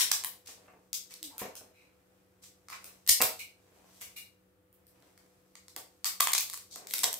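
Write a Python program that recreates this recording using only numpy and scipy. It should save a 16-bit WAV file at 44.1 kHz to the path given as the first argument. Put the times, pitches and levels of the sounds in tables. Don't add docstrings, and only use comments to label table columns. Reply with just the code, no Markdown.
import sys
import numpy as np
from scipy import signal
from scipy.fft import rfft, irfft
from scipy.io import wavfile
from scipy.ndimage import uniform_filter1d

SR = 44100
rng = np.random.default_rng(int(sys.argv[2]) if len(sys.argv) > 2 else 0)


def inscribe(sig):
    pcm = np.round(np.clip(np.atleast_2d(sig).T, -1, 1) * 32767)
    wavfile.write(sys.argv[1], SR, pcm.astype(np.int16))


N = 317079
T = np.arange(N) / SR
LEAD = SR // 10


def undb(db):
    return 10 ** (np.asarray(db) / 20)


def unit(x):
    return x / np.sqrt(np.mean(x ** 2))


def with_energy(x, seconds):
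    return x * np.sqrt(seconds * SR / np.mean(np.sum(x ** 2, axis=-1)))


def clock(seconds):
    return np.arange(int(seconds * SR)) / SR


def add(bus, s, x):
    i = LEAD + int(s * SR)
    bus[:, i:i + x.shape[-1]] += x[..., :bus.shape[1] - i]


def on_log(hz, points):
    f, values = np.transpose(points)
    return np.interp(np.log(hz + 1), np.log(f), values)


def cut(x, order, hz, kind):
    return signal.sosfilt(signal.butter(order, hz, kind, fs=SR, output="sos"), x)


def colour(x, *spectra):
    hz = np.linspace(0, SR / 2, 1025)
    cepstrum = irfft(np.log(undb(sum(on_log(hz, s) for s in spectra))))
    causal_fold = np.r_[1, np.full(len(hz) - 2, 2), 1, np.zeros(len(hz) - 2)]
    response = irfft(np.exp(rfft(cepstrum * causal_fold)))
    return signal.fftconvolve(x, response[None], axes=-1)[:, :x.shape[-1]]


def stereo_noise(size, width=1., apart_hz=800):
    mid, side = rng.standard_normal((2, size))
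    side = width * cut(side, 1, apart_hz, "high")
    return np.array([mid + side, mid - side])


def wander(rate_hz):
    hold = int(SR / rate_hz)
    steps = np.repeat(rng.standard_normal(N // hold + 1), hold)
    return unit(uniform_filter1d(uniform_filter1d(steps, hold), hold)[:N])


def ring(modes, t):
    hz, db, t60 = np.transpose(modes)[:, :, None]
    weight = undb(db + 2 * rng.standard_normal(hz.shape)) * rng.choice([-1, 1], hz.shape)
    return np.sum(weight * np.sin(2 * np.pi * hz * t) * np.exp(-np.log(1000) * t / t60), axis=0)


def grit(size, rate_hz, spread_db, slip_s=0.00022):
    onsets = rng.random(size) < rate_hz / SR
    slips = onsets * undb(spread_db * np.minimum(rng.exponential(size=size), 5))
    return signal.lfilter([1], [1, -np.exp(-1 / (slip_s * SR))], slips) * stereo_noise(size)


# f/Hz, relative level/dB
SHELL_SPECTRUM = [(100, -29.5), (400, -22), (700, -14), (1100, -8), (1500, -12.5), (2100, -6), (2800, -6.5),
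                  (4300, -2.5), (6000, -1), (6900, -2.5), (8000, 1), (9800, -3), (12800, 0.5), (15500, -4)]
def shell_tone(x, body_db, top_db):
    emphasis = [(300, 0.006), (900, body_db), (1700, body_db), (3600, 0.0026), (7000, 0), (12000, top_db)]
    return colour(x, SHELL_SPECTRUM, emphasis)


# frequency ratio, level/dB, T60/s
CAVITY_MODES = [(1, 0, 0.017), (1.091, -6.5, 0.014), (1.62, -0.5, 0.011), (1.88, -3, 0.015),
                (3.05, -1.5, 0.0069), (3.9, 2, 0.009)]
def fracture(body_db, top_db, piece_hz, rise_s=.00017, snap_s=0.0006, tail_s=0.0048):
    t = clock(.04)
    release = (1 - np.exp(-t / rise_s)) * (np.exp(-t / snap_s) + undb(-16) * np.exp(-t / tail_s))
    splinter = unit(shell_tone(release * stereo_noise(len(t), width=0.74), body_db, top_db))
    hollow = ring([(ratio * piece_hz, db, t60) for ratio, db, t60 in CAVITY_MODES], t)
    hollow = unit(cut(hollow, 4, 800, "high"))
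    return with_energy(splinter + undb(body_db - 9) * hollow, 0.00078)


def split(jerks, piece_hz, body_db, top_db, gap_s=.0022, growth_db=1.5, pitch_scatter=.035):
    steps = np.arange(jerks)
    sizes = undb(growth_db * steps)
    starts = (gap_s * SR * steps).astype(int)
    pitches = piece_hz * np.exp(pitch_scatter * rng.standard_normal(jerks))
    snaps = [size * np.pad(fracture(body_db, top_db, hz), [(0, 0), (i, starts[-1] - i)])
             for size, i, hz in zip(sizes, starts, pitches)]
    return sum(snaps) / np.sqrt(np.sum(sizes ** 2))


# t/s, f/Hz, hollow body/dB, room share/dB
SHELL_PIECES = [(-.1, 1010, -8, -2.5), (.1, 940, -4.5, 0), (.2, 1040, -2.5, -1), (.8, 2800, -10, 5),
                (1.05, 2200, -13, -2.5), (1.19, 2090, -11, 3), (1.32, 1410, -7.5, 7), (2.3, 1280, 8, 3.5),
                (2.8, 1400, -3, 2.5), (3, 1897, -6.5, 9.5), (3.085, 1960, -7.5, 1.5), (3.17, 1363, -4, 0),
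                (4.6, 1703, -9.5, 4), (5, 1126, 5, 0.5), (5.62, 1084, -4.5, 0), (6, 1192, -2.5, 5.5),
                (6.15, 1130, 3.5, -0.5), (6.3, 2210, -1, -1.5), (6.46, 1120, -4, -2), (6.84, 2216, 0, 0),
                (7.01, 1035, -1.5, 1), (7.039, 2070, -2, -7), (7.1, 1850, -14, -6)]
# t/s, level/dB, top treble/dB, number of jerks
SHELL_CRACKS = [(-.004, -4, -5, 1), (0.1151, -10.7, -6, 2), (0.2377, -26.5, -3, 1), (.2465, -18.5, 10.5, 1),
                (0.9307, -22, -3.5, 1), (1.1395, -36.5, -7, 1), (1.2289, -27.5, 0.5, 1),
                (1.3808, -29.5, 3.5, 1), (1.5537, -36.5, -2, 1), (2.6852, -38.5, -10, 1),
                (2.7011, -36.5, -3, 1), (2.728, -38.5, -9, 1), (2.8431, -35, 1.5, 1),
                (3.0645, -38.5, -10, 1), (3.076, -19, 4.5, 1), (3.091, -4, -2.5, 3), (3.2155, -11, 7, 1),
                (3.2202, -9, 2, 2), (4.728, -52, 15, 1), (4.868, -49.5, 4, 1), (5.024, -55, -2.5, 1),
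                (5.177, -48.5, 1, 1), (5.5539, -40, -12.5, 1), (5.6823, -41, -4, 1),
                (5.7632, -27.5, -0.5, 1), (6.0445, -20, -7.5, 1), (6.0562, -21, 12, 1),
                (6.201, -25, -10, 1), (6.2045, -8, 0, 2), (6.272, -15, -5, 1), (6.3187, -23.5, 15, 1),
                (6.333, -11, -3, 2), (6.3499, -17.5, -19, 1), (6.3803, -16, -7, 1), (6.385, -17, 1, 1),
                (6.4077, -20, 15, 1), (6.4988, -28, 0.5, 1), (6.5305, -33, -5, 1), (6.5358, -27, 4, 1),
                (6.542, -28.5, -3, 1), (6.5747, -33, 1, 1), (6.7591, -32, -2.5, 1), (6.8709, -32.5, -1, 1),
                (6.9096, -29, 4, 1), (6.9369, -15.5, 0.5, 2), (6.9821, -23, 6, 1), (6.9909, -22.5, 1, 1),
                (7.0337, -14, -3.5, 2), (7.0401, -10.5, -5.5, 2), (7.1293, -20.5, 3, 1),
                (7.1408, -21.5, 4, 1)]
def shell_cracks(direct, to_walls):
    for s, db, top_db, jerks in SHELL_CRACKS:
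        _, piece_hz, body_db, room_db = [piece for piece in SHELL_PIECES if piece[0] <= s][-1]
        snap = undb(db) * split(jerks, piece_hz, body_db, top_db)
        add(direct, s, snap)
        add(to_walls, s, undb(room_db) * snap)


# f/Hz, T60/s
ROOM_DECAY = [(150, 0.18), (500, .34), (1400, 0.29), (3700, 0.32), (8000, 0.28), (15000, 0.25)]
def reverberation(x, wall_s=0.0091, early_db=-7, build_s=0.0088):
    t = clock(.6)
    spectrum = rfft(stereo_noise(len(t)))
    hz = np.linspace(0, SR / 2, spectrum.shape[1])
    centres = [f for f, _ in ROOM_DECAY]
    tail = 0
    for (_, t60), share in zip(ROOM_DECAY, np.eye(len(centres))):
        band = irfft(spectrum * on_log(hz, np.c_[centres, share]), len(t))
        tail = tail + band * np.exp(-np.log(1000) * t / t60)
    arrival = np.where(t < wall_s, undb(early_db), 1) * (1 - np.exp(-t / build_s))
    return signal.fftconvolve(x, with_energy(tail * arrival, 1 / SR), axes=-1)[:, :x.shape[1]]


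def crumb_envelope(share_db=-41.5, decay_s=.06):
    jumps = np.zeros(N)
    for s, db, *_ in SHELL_CRACKS:
        jumps[max(int(s * SR), 0)] += undb(db + share_db)
    return signal.lfilter([1], [1, -np.exp(-1 / (decay_s * SR))], jumps)


# f/Hz, relative level/dB
RUB_SPECTRUM = [(100, -11.5), (300, -2), (650, -1), (1200, -9), (2500, -14), (6000, -33)]
# t/s, crackle level/dB, rubbing level/dB
FINGER_LEVELS = [(0, -59, -55.5), (.42, -77, -72), (.66, -68.5, -63), (.9, -79.5, -82.5),
                 (1.35, -63.5, -59.5), (1.85, -78, -72), (2.6, -75.5, -75), (2.8, -62.5, -61),
                 (3.05, -72, -74), (3.6, -74.5, -71.5), (3.8, -68, -62.5), (3.97, -61, -68.5),
                 (4.65, -92, -86.5), (5.05, -70.5, -66.5), (5.5, -73.5, -75.5), (6.68, -68.5, -74.5),
                 (6.8, -77, -57), (7.19, -58, -60.5)]
def fingers():
    s, crackle_db, rub_db = np.transpose(FINGER_LEVELS)
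    crackle = unit(shell_tone(grit(N, rate_hz=3000, spread_db=2.5), body_db=0, top_db=-3.5))
    crackle *= undb(np.interp(T, s, crackle_db)) + crumb_envelope()
    rub = unit(colour(grit(N, rate_hz=1500, spread_db=3.0), RUB_SPECTRUM))
    rub *= undb(np.interp(T, s, rub_db))
    grip = undb(1.5 * wander(22) - 4)
    return grip * (crackle + rub)


# f/Hz, relative level/dB
AIR_SPECTRUM = [(15, -41.5), (25, -10.5), (81, 3), (191, -5), (237, -16), (293, 2.5), (427, -8.5),
                (501, -3), (588, -11.5), (1060, -17.5), (1180, -14), (6040, -32), (15000, -24.5)]
def room_air(air_db=-70, rumble_db=-85):
    air = unit(colour(stereo_noise(N, apart_hz=500), AIR_SPECTRUM))
    rumble = unit(colour(rng.standard_normal((2, N)), [(15, -26), (55, -1.5), (110, 1.5), (300, -28)]))
    return undb(air_db) * air + undb(rumble_db) * rumble


# f/Hz, level/dB, modulation depth
MOTOR_TONES = [(93.7, -78.5, .6), (187, -74.5, .3), (368, -84, 0.44), (498.4, -75.5, 0.18)]
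def appliance_hum():
    hum = 0
    for hz, db, depth in MOTOR_TONES:
        modulation = 1 + depth * (wander(10) + 1j * wander(7))
        hum = hum + undb(db) * unit(np.real(modulation * np.exp(2j * np.pi * hz * T)))
    return hum


# f/Hz, level/dB, T60/s
BLADE_MODES = [(2160, -5, 0.03), (2267, -3, 0.084), (2354, -1, 0.044), (2460, -6.5, .03), (2570, -4, 0.053),
               (2720, -3.5, 0.037), (2859, -3.5, 0.048), (3860, 0, .015), (4160, -3.5, 0.024),
               (6020, -11.5, 0.022)]
# t/s, duration/s, level/dB, hollow body/dB, top treble/dB, steel ring/dB
BLADE_STROKES = [(0.45, 0.067, -48, 1.5, -6, -28), (1.095, 0.049, -50, 4, -5.5, -11),
                 (1.383, .069, -47.5, 14.5, -29, -9.5), (1.721, .14, -73.5, 5.5, -4, 6),
                 (2.414, 0.059, -53.5, -3, -6, -37), (2.711, 0.038, -45, 22, -12.5, -8.5),
                 (2.857, 0.053, -58.5, 16, 2, -7.5), (3.388, 0.025, -42, 0, 1.5, 0),
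                 (4.003, 0.035, -42, -8.5, -2.5, -7), (4.156, 0.038, -44.5, -21, 3.5, -3),
                 (6.701, 0.069, -48, -36, -12.5, -24), (6.877, 0.087, -44.5, -13, 2, -26)]
def scissor_strokes(bus):
    t = clock(0.32)
    for s, length, db, body_db, top_db, steel_db in BLADE_STROKES:
        pressure = (t / length) ** 2 * np.exp(-4.5 * t / length)
        slips = pressure * grit(len(t), rate_hz=2800, spread_db=-2)
        scrape = with_energy(shell_tone(slips, body_db, top_db), length / 2)
        steel = signal.fftconvolve(slips, ring(BLADE_MODES, t)[None], axes=-1)[:, :len(t)]
        steel = undb(steel_db) * with_energy(steel, length / 2)
        add(bus, s, undb(db) * (scrape + steel))


# f/Hz, level/dB, T60/s
TRAY_MODES = [(238, -14, 0.022), (293.5, -8, 0.046), (342, -10, 0.063), (462, 1.5, 0.069), (523, -7, 0.13),
              (638, -0.5, 0.13), (742.5, 8, 0.042), (825, -11.5, 0.088), (914, -1.5, 0.12),
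              (1040, 2, 0.043), (1137, -3, 0.14), (1335, -5, 0.036), (1570, -5, 0.052), (2260, -1, 0.033),
              (2690, 9, 0.078)]
def tray_impact(corner_hz, clatter_db=1, clatter_s=0.012):
    t = clock(0.24)
    burst = stereo_noise(len(t), width=0.62) * np.exp(-t / clatter_s)
    clatter = colour(burst, [(100, -12.5), (280, 1.5), (2500, 2), (5000, -35)])
    impact = unit(ring(TRAY_MODES, t)) + undb(clatter_db) * unit(clatter)
    return with_energy(cut(impact, 2, corner_hz, "low"), 0.0035)


# t/s, level/dB, corner f/Hz, gap to first rebound/s
TRAY_KNOCKS = [(.487, -51, 1510, .09), (.681, -51.5, 2290, 0.017), (.736, -54, 1320, 0.031),
               (1.416, -33.5, 1070, .036), (1.611, -49.5, 700, .02), (3.2043, -23, 1900, .016),
               (5.764, -44, 1500, .018), (6.759, -46.5, 1310, .06), (7.039, -34.5, 1720, .022)]
def tray_knocks(bus, contacts=3, loss_db=6, softer=0.57, sooner=.7):
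    for s, db, corner_hz, gap_s in TRAY_KNOCKS:
        for _ in range(contacts):
            add(bus, s, undb(db) * tray_impact(corner_hz))
            s += gap_s
            db -= loss_db
            corner_hz *= softer
            gap_s *= sooner


# t/s, duration/s, level/dB, start f/Hz, end f/Hz
SHELL_SQUEAKS = [(1.206, .11, -59, 339, 268), (1.302, 0.078, -63.5, 891, 930)]
def shell_squeaks(bus, jitter=0.11):
    for s, length, db, start_hz, end_hz in SHELL_SQUEAKS:
        t = clock(length)
        waver = unit(uniform_filter1d(rng.standard_normal(len(t)), size=60))
        hz = np.linspace(start_hz, end_hz, len(t)) * (1 + jitter * waver)
        tone = np.sin(2 * np.pi * np.cumsum(hz) / SR)
        add(bus, s, undb(db) * unit(tone * np.sin(np.pi * t / length)))


# t/s, level/dB, f/Hz
TABLE_THUDS = [(1.422, -46.5, 200), (3.096, -45, 65), (3.235, -47.5, 119)]
def table_thuds(bus, peak_s=0.007):
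    t = clock(.12)
    for s, db, hz in TABLE_THUDS:
        swing = np.sin(2 * np.pi * hz * t) * t * np.exp(-t / peak_s)
        add(bus, s, undb(db) * with_energy(swing, 0.0063))


def scene():
    direct, to_walls, both_paths = np.zeros((3, 2, LEAD + N))
    shell_cracks(direct, to_walls)
    scissor_strokes(both_paths)
    tray_knocks(both_paths)
    shell_squeaks(both_paths)
    table_thuds(direct)
    add(both_paths, 0, fingers())
    field = direct + both_paths + reverberation(to_walls + both_paths)
    return field[:, LEAD:] + room_air() + appliance_hum()


def record(dry, low_cut_hz=42, top_hz=15500):
    channels = cut(dry * undb([[.4], [-.4]]), 3, low_cut_hz, "high")
    return signal.sosfilt(signal.ellip(8, .2, 70, top_hz, fs=SR, output="sos"), channels)


dry = scene()
out = record(dry)
inscribe(out)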